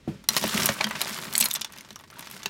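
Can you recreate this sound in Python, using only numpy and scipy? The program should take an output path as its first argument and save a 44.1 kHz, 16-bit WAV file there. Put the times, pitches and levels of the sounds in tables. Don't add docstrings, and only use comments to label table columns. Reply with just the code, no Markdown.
import sys
import numpy as np
from scipy import signal
from scipy.fft import rfft, irfft, next_fast_len
from scipy.io import wavfile
from scipy.ndimage import map_coordinates

SR = 44100
rng = np.random.default_rng(int(sys.argv[2]) if len(sys.argv) > 2 else 0)


def persist_wave(psi):
    counts = np.round(np.clip(psi, -1, 1) * 32767).astype(np.int16)
    wavfile.write(sys.argv[1], SR, np.atleast_2d(counts).T)


def level_to_linear(level):
    exponent = np.asarray(level, float) / 20
    return 10 ** exponent


N = 109897


# start_s [s], clack_db [dB], hollow_knock_db [dB], sharp_snap_db [dB]
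BAG_CLACKS = [(0.2401, -34.5, -44, -45.5), (0.2879, -4.5, -25, -8), (0.342, -16.5, -32, -43),
              (0.3655, -8.5, -18, -17.5), (0.373, -7.5, -51, -19), (0.3804, -12.5, -49, -19.5),
              (0.4125, -19, -41, -32), (0.4284, -14.5, -37, -38), (0.4395, -25, -25, -23.5),
              (0.4778, -22.5, -32, -20.5), (0.5439, -13.5, -31, -23), (0.5795, -27, -29.5, -21),
              (0.6584, -11, -31, -8), (0.6678, -14, -27.5, -22), (0.6893, -9.5, -20, -44),
              (0.8088, -14, -19.5, -47), (0.83, -42, -30.5, -47), (0.842, -7.5, -19.5, -25),
              (0.8694, -29.5, -26, -32), (0.89, -46, -50, -31.5), (0.9096, -20.5, -22, -31),
              (0.953, -25, -27, -43), (1.0076, -16, -27, -27), (1.0156, -9, -24.5, -14.5),
              (1.187, -24, -30, -30.5)]
TUMBLE = [(1.327, -18.5, -53, -27.5), (1.3366, -23.5, -40, -23), (1.3527, -7.5, -37, -26),
          (1.3639, -25.5, -36.5, -20), (1.3797, -17, -56, -4), (1.3893, -17, -40, -26),
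          (1.4026, -21, -45, -11.5), (1.407, -9.5, -28.5, -16), (1.4103, -7, -35.5, -10),
          (1.4252, -7.5, -33, -24), (1.4364, -24, -57, -28), (1.4424, -20, -39.5, -12.5),
          (1.4515, -42, -36, -19.5), (1.4564, -9.5, -52, -12), (1.4603, -23, -27.5, -21.5),
          (1.486, -42, -54, -25), (1.5013, -26, -72, -30.5), (1.5083, -14, -46, -38),
          (1.512, -12.5, -45, -17.5), (1.533, -34, -51, -26), (1.5385, -46, -68, -25),
          (1.5508, -14.5, -34, -26), (1.5581, -10, -69, -28), (1.5654, -36, -31, -31),
          (1.595, -29, -50, -59), (1.6117, -21.5, -38, -24), (1.6158, -13, -58, -36.5),
          (1.6461, -12.5, -34, -28.5)]
PICKING = [(1.723, -32.5, -62, -36.5), (1.7345, -31, -45, -43), (1.7621, -34, -42, -43),
           (1.7754, -35, -68, -42), (1.7844, -26, -59, -38.5), (1.8086, -31, -58, -38),
           (1.8481, -31.5, -45, -65), (1.888, -35.5, -45.5, -49), (1.906, -27, -39, -44),
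           (1.928, -36, -73, -45), (1.959, -28, -43, -38), (1.9906, -36, -48, -44), (1.998, -36, -44, -57),
           (2.009, -43, -43, -44.5), (2.0383, -37, -43, -57), (2.043, -45, -50, -56),
           (2.1016, -32, -42.5, -45.5), (2.111, -46, -50, -46.5), (2.144, -53, -51, -56),
           (2.1869, -36, -42, -40), (2.1931, -23.5, -37.5, -28.5), (2.208, -33, -43, -34.5),
           (2.2254, -27, -37.5, -45), (2.246, -35, -46, -45), (2.271, -26.5, -39, -41),
           (2.3004, -32, -45, -38), (2.3123, -25.5, -42, -29.5), (2.3373, -40, -43, -49),
           (2.3652, -32, -38.5, -40), (2.4315, -22.5, -40, -41), (2.4375, -40, -44, -39),
           (2.4587, -10.5, -27, -24)]
# low_hz [Hz], high_hz [Hz], crack_t60_s [s], mode_t60_s [s], level_db [dB]
BARREL = [
    (2430, 6670, 0.023, 0.022, -10.5),
    (630, 2640, 0.037, 0.04, -2),
    (7500, 14900, 0.0084, 0.015, -0.5),
]
PEN_MODES_HZ = [
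    (3480, 4030, 2960, 6300),
    (970, 1137, 1900, 1700),
    (6870, 11400, 9100, 17000),
]
MODES_DB, SPIKE_DB, CHATTER_DB = -4, 11.5, 0.7


def pens():
    out, t = np.zeros(N + SR), np.arange(4096) / SR
    first_touch = np.arange(len(t)) == 8
    for start_s, *levels in [*BAG_CLACKS, *TUMBLE, *PICKING]:
        life = level_to_linear(2 * rng.standard_normal())
        roughness = np.repeat(rng.standard_normal(64), 64) * (t > .0015)
        chatter = level_to_linear(CHATTER_DB * roughness) * (1 - np.exp(-t / 0.00052))
        for level_db, modes_hz, part in zip(levels, PEN_MODES_HZ, BARREL):
            low_hz, high_hz, crack_t60, mode_t60, part_db = part
            noise = rng.standard_normal(len(t))
            detune, weakness, damping = rng.random((3, 4))
            band = signal.butter(2, [low_hz, high_hz], "band", fs=SR, output="sos")
            contact = noise * chatter * level_to_linear(-60 * t / (crack_t60 * life)) + level_to_linear(SPIKE_DB) * first_touch
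            crack = signal.sosfilt(band, contact) * np.sqrt(SR / 2 / (high_hz - low_hz))
            pitches_hz = modes_hz * (1 + 0.04 * (detune - .5))
            modes = ring(pitches_hz, MODES_DB - 16 * weakness, mode_t60 * (.5 + damping), t)
            add(out, start_s, level_to_linear(level_db + part_db) * (crack + modes))
    return out[:N]


# start_s [s], peak_db [dB], pitch_hz [Hz], t60_s [s]
NOTES = [(.2879, -7.5, 4110, 0.017), (.2879, -8, 5770, 0.016), (.3660, -12.5, 4240, .015),
         (.3675, -13, 1064, 0.014), (.3745, -28, 4230, .015), (.6580, -8, 5680, .012),
         (.6895, -14, 770, .018), (.6895, -15, 2010, .012), (.8058, -18.5, 808, 0.037),
         (.8090, -10.5, 2337, 0.019), (.8095, -15, 4230, 0.014), (.2882, -16, 1910, 0.014),
         (.8140, -21, 1230, 0.017), (.8422, -17, 4620, 0.022), (.8430, -17.5, 3190, 0.034),
         (.8700, -20, 870, 0.01), (.9095, -35, 1830, 0.011), (1.0150, -19.5, 3980, 0.023),
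         (1.3527, -14.5, 2130, 0.0095), (1.3527, -13, 4360, .015), (1.4070, -13.5, 3450, 0.0099),
         (1.4250, -14, 2670, 0.011), (1.4260, -15, 4020, 0.018), (1.4362, -21, 4330, 0.027),
         (1.4362, -28, 2280, 0.055), (1.4590, -16, 4200, 0.017), (1.4600, -36, 6150, 0.013),
         (1.5120, -20.5, 3600, 0.012), (1.5580, -21, 3480, 0.021), (1.6162, -22, 3610, 0.01),
         (1.8085, -32, 2170, 0.014), (1.8085, -33, 6200, 0.01), (1.9061, -31.5, 3940, 0.0092),
         (2.458, -24, 2713, 0.03), (1.9587, -21.5, 5820, 0.0045), (1.9630, -36, 1200, 0.019),
         (2.1283, -35, 1360, 0.013), (2.1577, -40, 1490, .02), (2.168, -44, 947, 0.18),
         (2.1860, -44, 2720, .015)]
NOTE_RISE_S = 0.00033


def notes():
    out, t = np.zeros(N + SR), np.arange(4096) / SR
    for start_s, peak_db, pitch_hz, t60 in NOTES:
        rough = 1 + .4 * np.repeat(rng.standard_normal(64), 64)
        rise = 1 - np.exp(-t / NOTE_RISE_S)
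        add(out, start_s, ring([pitch_hz], [peak_db], [t60], t) * rough * rise)
    return out[:N]


# start_s [s], peak_db [dB]
CLIP_HITS = [
    (1.3543, -17),
    (1.381, -18),
    (1.401, -17),
    (1.4092, -8),
    (1.4524, -28),
    (1.539, -12.5),
]
# pitch_hz [Hz], level_db [dB], t60_s [s]
CLIP = [
    (8000, 2, 0.029),
    (11520, 1, 0.013),
    (14400, -19, 0.026),
]
CLIP_DB = -6


def clips():
    out, t = np.zeros(N + SR), np.arange(4096) / SR
    hz, db, t60 = np.transpose(CLIP)
    for start_s, peak_db in CLIP_HITS:
        mode_db = db + 2 * rng.standard_normal(len(hz))
        add(out, start_s, level_to_linear(peak_db + CLIP_DB) * ring(hz, mode_db, t60, t))
    return out[:N]


# start_s [s], peak_db [dB], pitch_hz [Hz], t60_s [s]
BUMPS = [(0.078, -22.5, 150, 0.19), (0.076, -23, 331, 0.18), (.0755, -30.5, 750, 0.043),
         (0.289, -31.5, 161, .05), (0.364, -25, 160, 0.034), (0.44, -13, 593, 0.017),
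         (.449, -16, 268, 0.023), (0.546, -23, 213.5, 0.099), (0.642, -24.5, 205, 0.049),
         (0.69, -18.5, 558, 0.056), (.806, -37, 176, 0.077), (0.847, -28, 215, 0.17),
         (1.008, -54, 192, 0.042), (1.41, -35, 229.4, 0.24), (1.91, -44, 210, 0.087),
         (2.195, -38, 270, 0.044), (2.458, -34.5, 403, .04)]
BUMP_DB = -3.5


def drawer():
    out, puffs, t = np.zeros(N + SR), np.zeros(N + SR), np.arange(SR // 3) / SR
    for start_s, peak_db, pitch_hz, t60 in BUMPS:
        rise = level_to_linear(peak_db + BUMP_DB) * (1 - np.exp(-t / 0.00057))
        thump = ring([pitch_hz, 1.4 * pitch_hz], [3, -6], [t60, t60 / 3], t)
        add(out, start_s, rise * thump)
        puff = level_to_linear(16.5 - 60 * t / (1.38 * t60)) * rng.standard_normal(len(t))
        add(puffs, start_s, rise * puff)
    direct_and_panels = lambda hz: panels(hz) + level_to_linear(-18) / (1 + 1j * hz / 1000) ** 3
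    return out[:N] + filtered(puffs[:N], direct_and_panels)


# pitch_hz [Hz], width_hz [Hz], level_db [dB]
DRAWER = [
    (88, 77, -6),
    (144, 61.6, 2),
    (218, 35.6, 2.5),
    (321, 170, -7.5),
    (584, 120, -15),
]


def panels(hz):
    total = 0
    for k, (pitch_hz, width_hz, level_db) in enumerate(DRAWER):
        damping = 1j * hz * width_hz
        total = total + (-1) ** k * level_to_linear(level_db) * damping / (pitch_hz * pitch_hz - hz * hz + damping)
    return total


# start_s [s], rustle_db [dB], brightness_db at the top [dB]
HAND = [(.03, -54, -29), (.14, -47, -42), (.286, -55.5, -26), (0.301, -42, 2), (.45, -36, -3.5),
        (.64, -32, 0), (.76, -41, -3), (.9, -42, -16.5), (1.079, -37.5, 1), (1.3, -44, -1.5),
        (1.45, -45, 2.5), (1.69, -55, -31), (1.78, -53, -13), (2.07, -66.5, -0.5), (2.13, -54.5, -9),
        (2.2, -53.5, -8), (2.35, -49.5, -1.5), (2.451, -51, -13)]
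# pitch_hz [Hz], level_db [dB per Hz]
RUSTLE = [(300, -8.5), (667, -8.5), (1210, -3), (5000, -4), (15000, -12)]
FOLDS_HZ = [1, 1500, 4000, 9000, 40000]
BAG_TOUCH_S = .288
HISS_DB, RUMBLE_DB = -7, -9
CRINKLES_PER_S, CRINKLE_SPREAD_DB, CRINKLE_T60 = 170, 3.5, .008


def hand():
    start_s, *cols = np.transpose(HAND)
    rustle_db, bright_db = (np.interp(np.arange(N) / SR, start_s, c) for c in cols)
    touched = np.arange(N) > BAG_TOUCH_S * SR
    shared = level_to_linear(-7.0) * kicks(CRINKLES_PER_S / 2)
    grains = unit(sum(crinkles(low, high, shared) for low, high in zip(FOLDS_HZ, FOLDS_HZ[1:])))
    hiss = level_to_linear(HISS_DB + 2.9 * wobble(39.89) * touched) * rng.standard_normal(N)
    foil = unit(filtered(grains * touched + hiss, lambda hz: level_to_linear(along(RUSTLE, hz))))
    top = filtered(foil, lambda hz: hz ** 2 / (hz ** 2 + 6000 ** 2))
    rumble_db = RUMBLE_DB + 0.08 * (rustle_db + 32.5) + np.clip(4 * wobble(20), -12, 4)
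    rumble = unit(filtered(rng.standard_normal(N), panels)) * level_to_linear(rumble_db)
    return (foil - top + level_to_linear(bright_db) * top + rumble) * level_to_linear(rustle_db + 4.0)


def crinkles(low_hz, high_hz, shared):
    snaps = shared + kicks(CRINKLES_PER_S * (1 + 3000 / high_hz))
    swell = signal.lfilter([1], [1, -level_to_linear(-60 / (CRINKLE_T60 * SR))], snaps)
    band = lambda hz: np.sqrt(1 / (1 + (hz / high_hz) ** 4) - 1 / (1 + (hz / low_hz) ** 4))
    return filtered(swell * rng.standard_normal(N), band)


def kicks(per_s):
    chance, size = rng.random((2, N))
    happens = chance < per_s / SR * level_to_linear(2.5 * wobble(25))
    return happens * level_to_linear(-CRINKLE_SPREAD_DB * np.log(size + 0.035))


# pitch_hz [Hz], t60_s [s]
ECHO = [(200, 0.11), (2000, 0.11), (10000, 0.053)]
ECHO_DB = -11.5


def echo(x):
    hz, t, z = signal.stft(rng.standard_normal(SR // 2), SR, nperseg=256)
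    decay = level_to_linear(-60 * t / along(ECHO, hz)[:, None])
    tail = signal.istft(z * decay, SR, nperseg=256)[1]
    delayed = np.pad(x, (100, 0))
    return signal.fftconvolve(delayed, tail / np.linalg.norm(tail))[:N]


# pitch_hz [Hz], level_db [dB per Hz]
ROOM_TONE = [(30, 10.5), (240, 5), (1000, -19), (5000, -28), (16000, -50)]
ROOM_TONE_DB = -55.5
SWAY_DB, SWAY_T60, SWAY_HZ = -43.5, 2.5, 58.4


def room_tone():
    noise = unit(filtered(rng.standard_normal(N), lambda hz: level_to_linear(along(ROOM_TONE, hz))))
    sway = unit(filtered(rng.standard_normal(N), lambda hz: 1 / (1 + (hz / SWAY_HZ) ** 3)))
    settling = level_to_linear(SWAY_DB - 60 * np.arange(N) / SR / SWAY_T60)
    return noise * level_to_linear(ROOM_TONE_DB + 0.45 * wobble(8.2)) + sway * settling


def unit(x):
    return x / np.sqrt(np.mean(x ** 2) + 1e-20)


def along(points, hz):
    f, v = np.transpose(points)
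    return np.interp(np.log(hz + 1), np.log(f + 1), v)


def wobble(rate):
    knots = rng.standard_normal(int(N / SR * 200) + 4)
    return map_coordinates(knots, [np.arange(N) * rate / SR])


def filtered(x, response):
    m = next_fast_len(x.shape[-1] + 8192)
    return irfft(rfft(x, m) * response(np.fft.rfftfreq(m, 1 / SR)), m)[..., :x.shape[-1]]


def ring(hz, db, t60, t):
    hz, db, t60 = (np.asarray(v)[:, None] for v in (hz, db, t60))
    return (level_to_linear(db - 60 * t / t60) * np.sin(2 * np.pi * hz * t)).sum(0)


def add(track, start_s, sound):
    track[round(start_s * SR):][:len(sound)] += sound


def scene():
    near = pens() + notes() + clips() + drawer() + hand()
    return (near + level_to_linear(ECHO_DB) * echo(near) + room_tone())[None]


def low_pass(x):
    return signal.sosfilt(signal.butter(12, 17020, fs=SR, output="sos"), x)


LOW_CUT_HZ, TOP_HZ, TOP = 51, 15950, .96


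def record(dry):
    low_cut = lambda hz: (1j * hz / (LOW_CUT_HZ + 1j * hz)) ** 3
    heard = filtered(dry, lambda hz: low_cut(hz) / (1 + (hz / TOP_HZ) ** 240))
    heard = heard / (1 + np.abs(heard / TOP) ** 6) ** (1 / 6)
    return low_pass(heard)


dry = scene()
out = record(dry)
persist_wave(out)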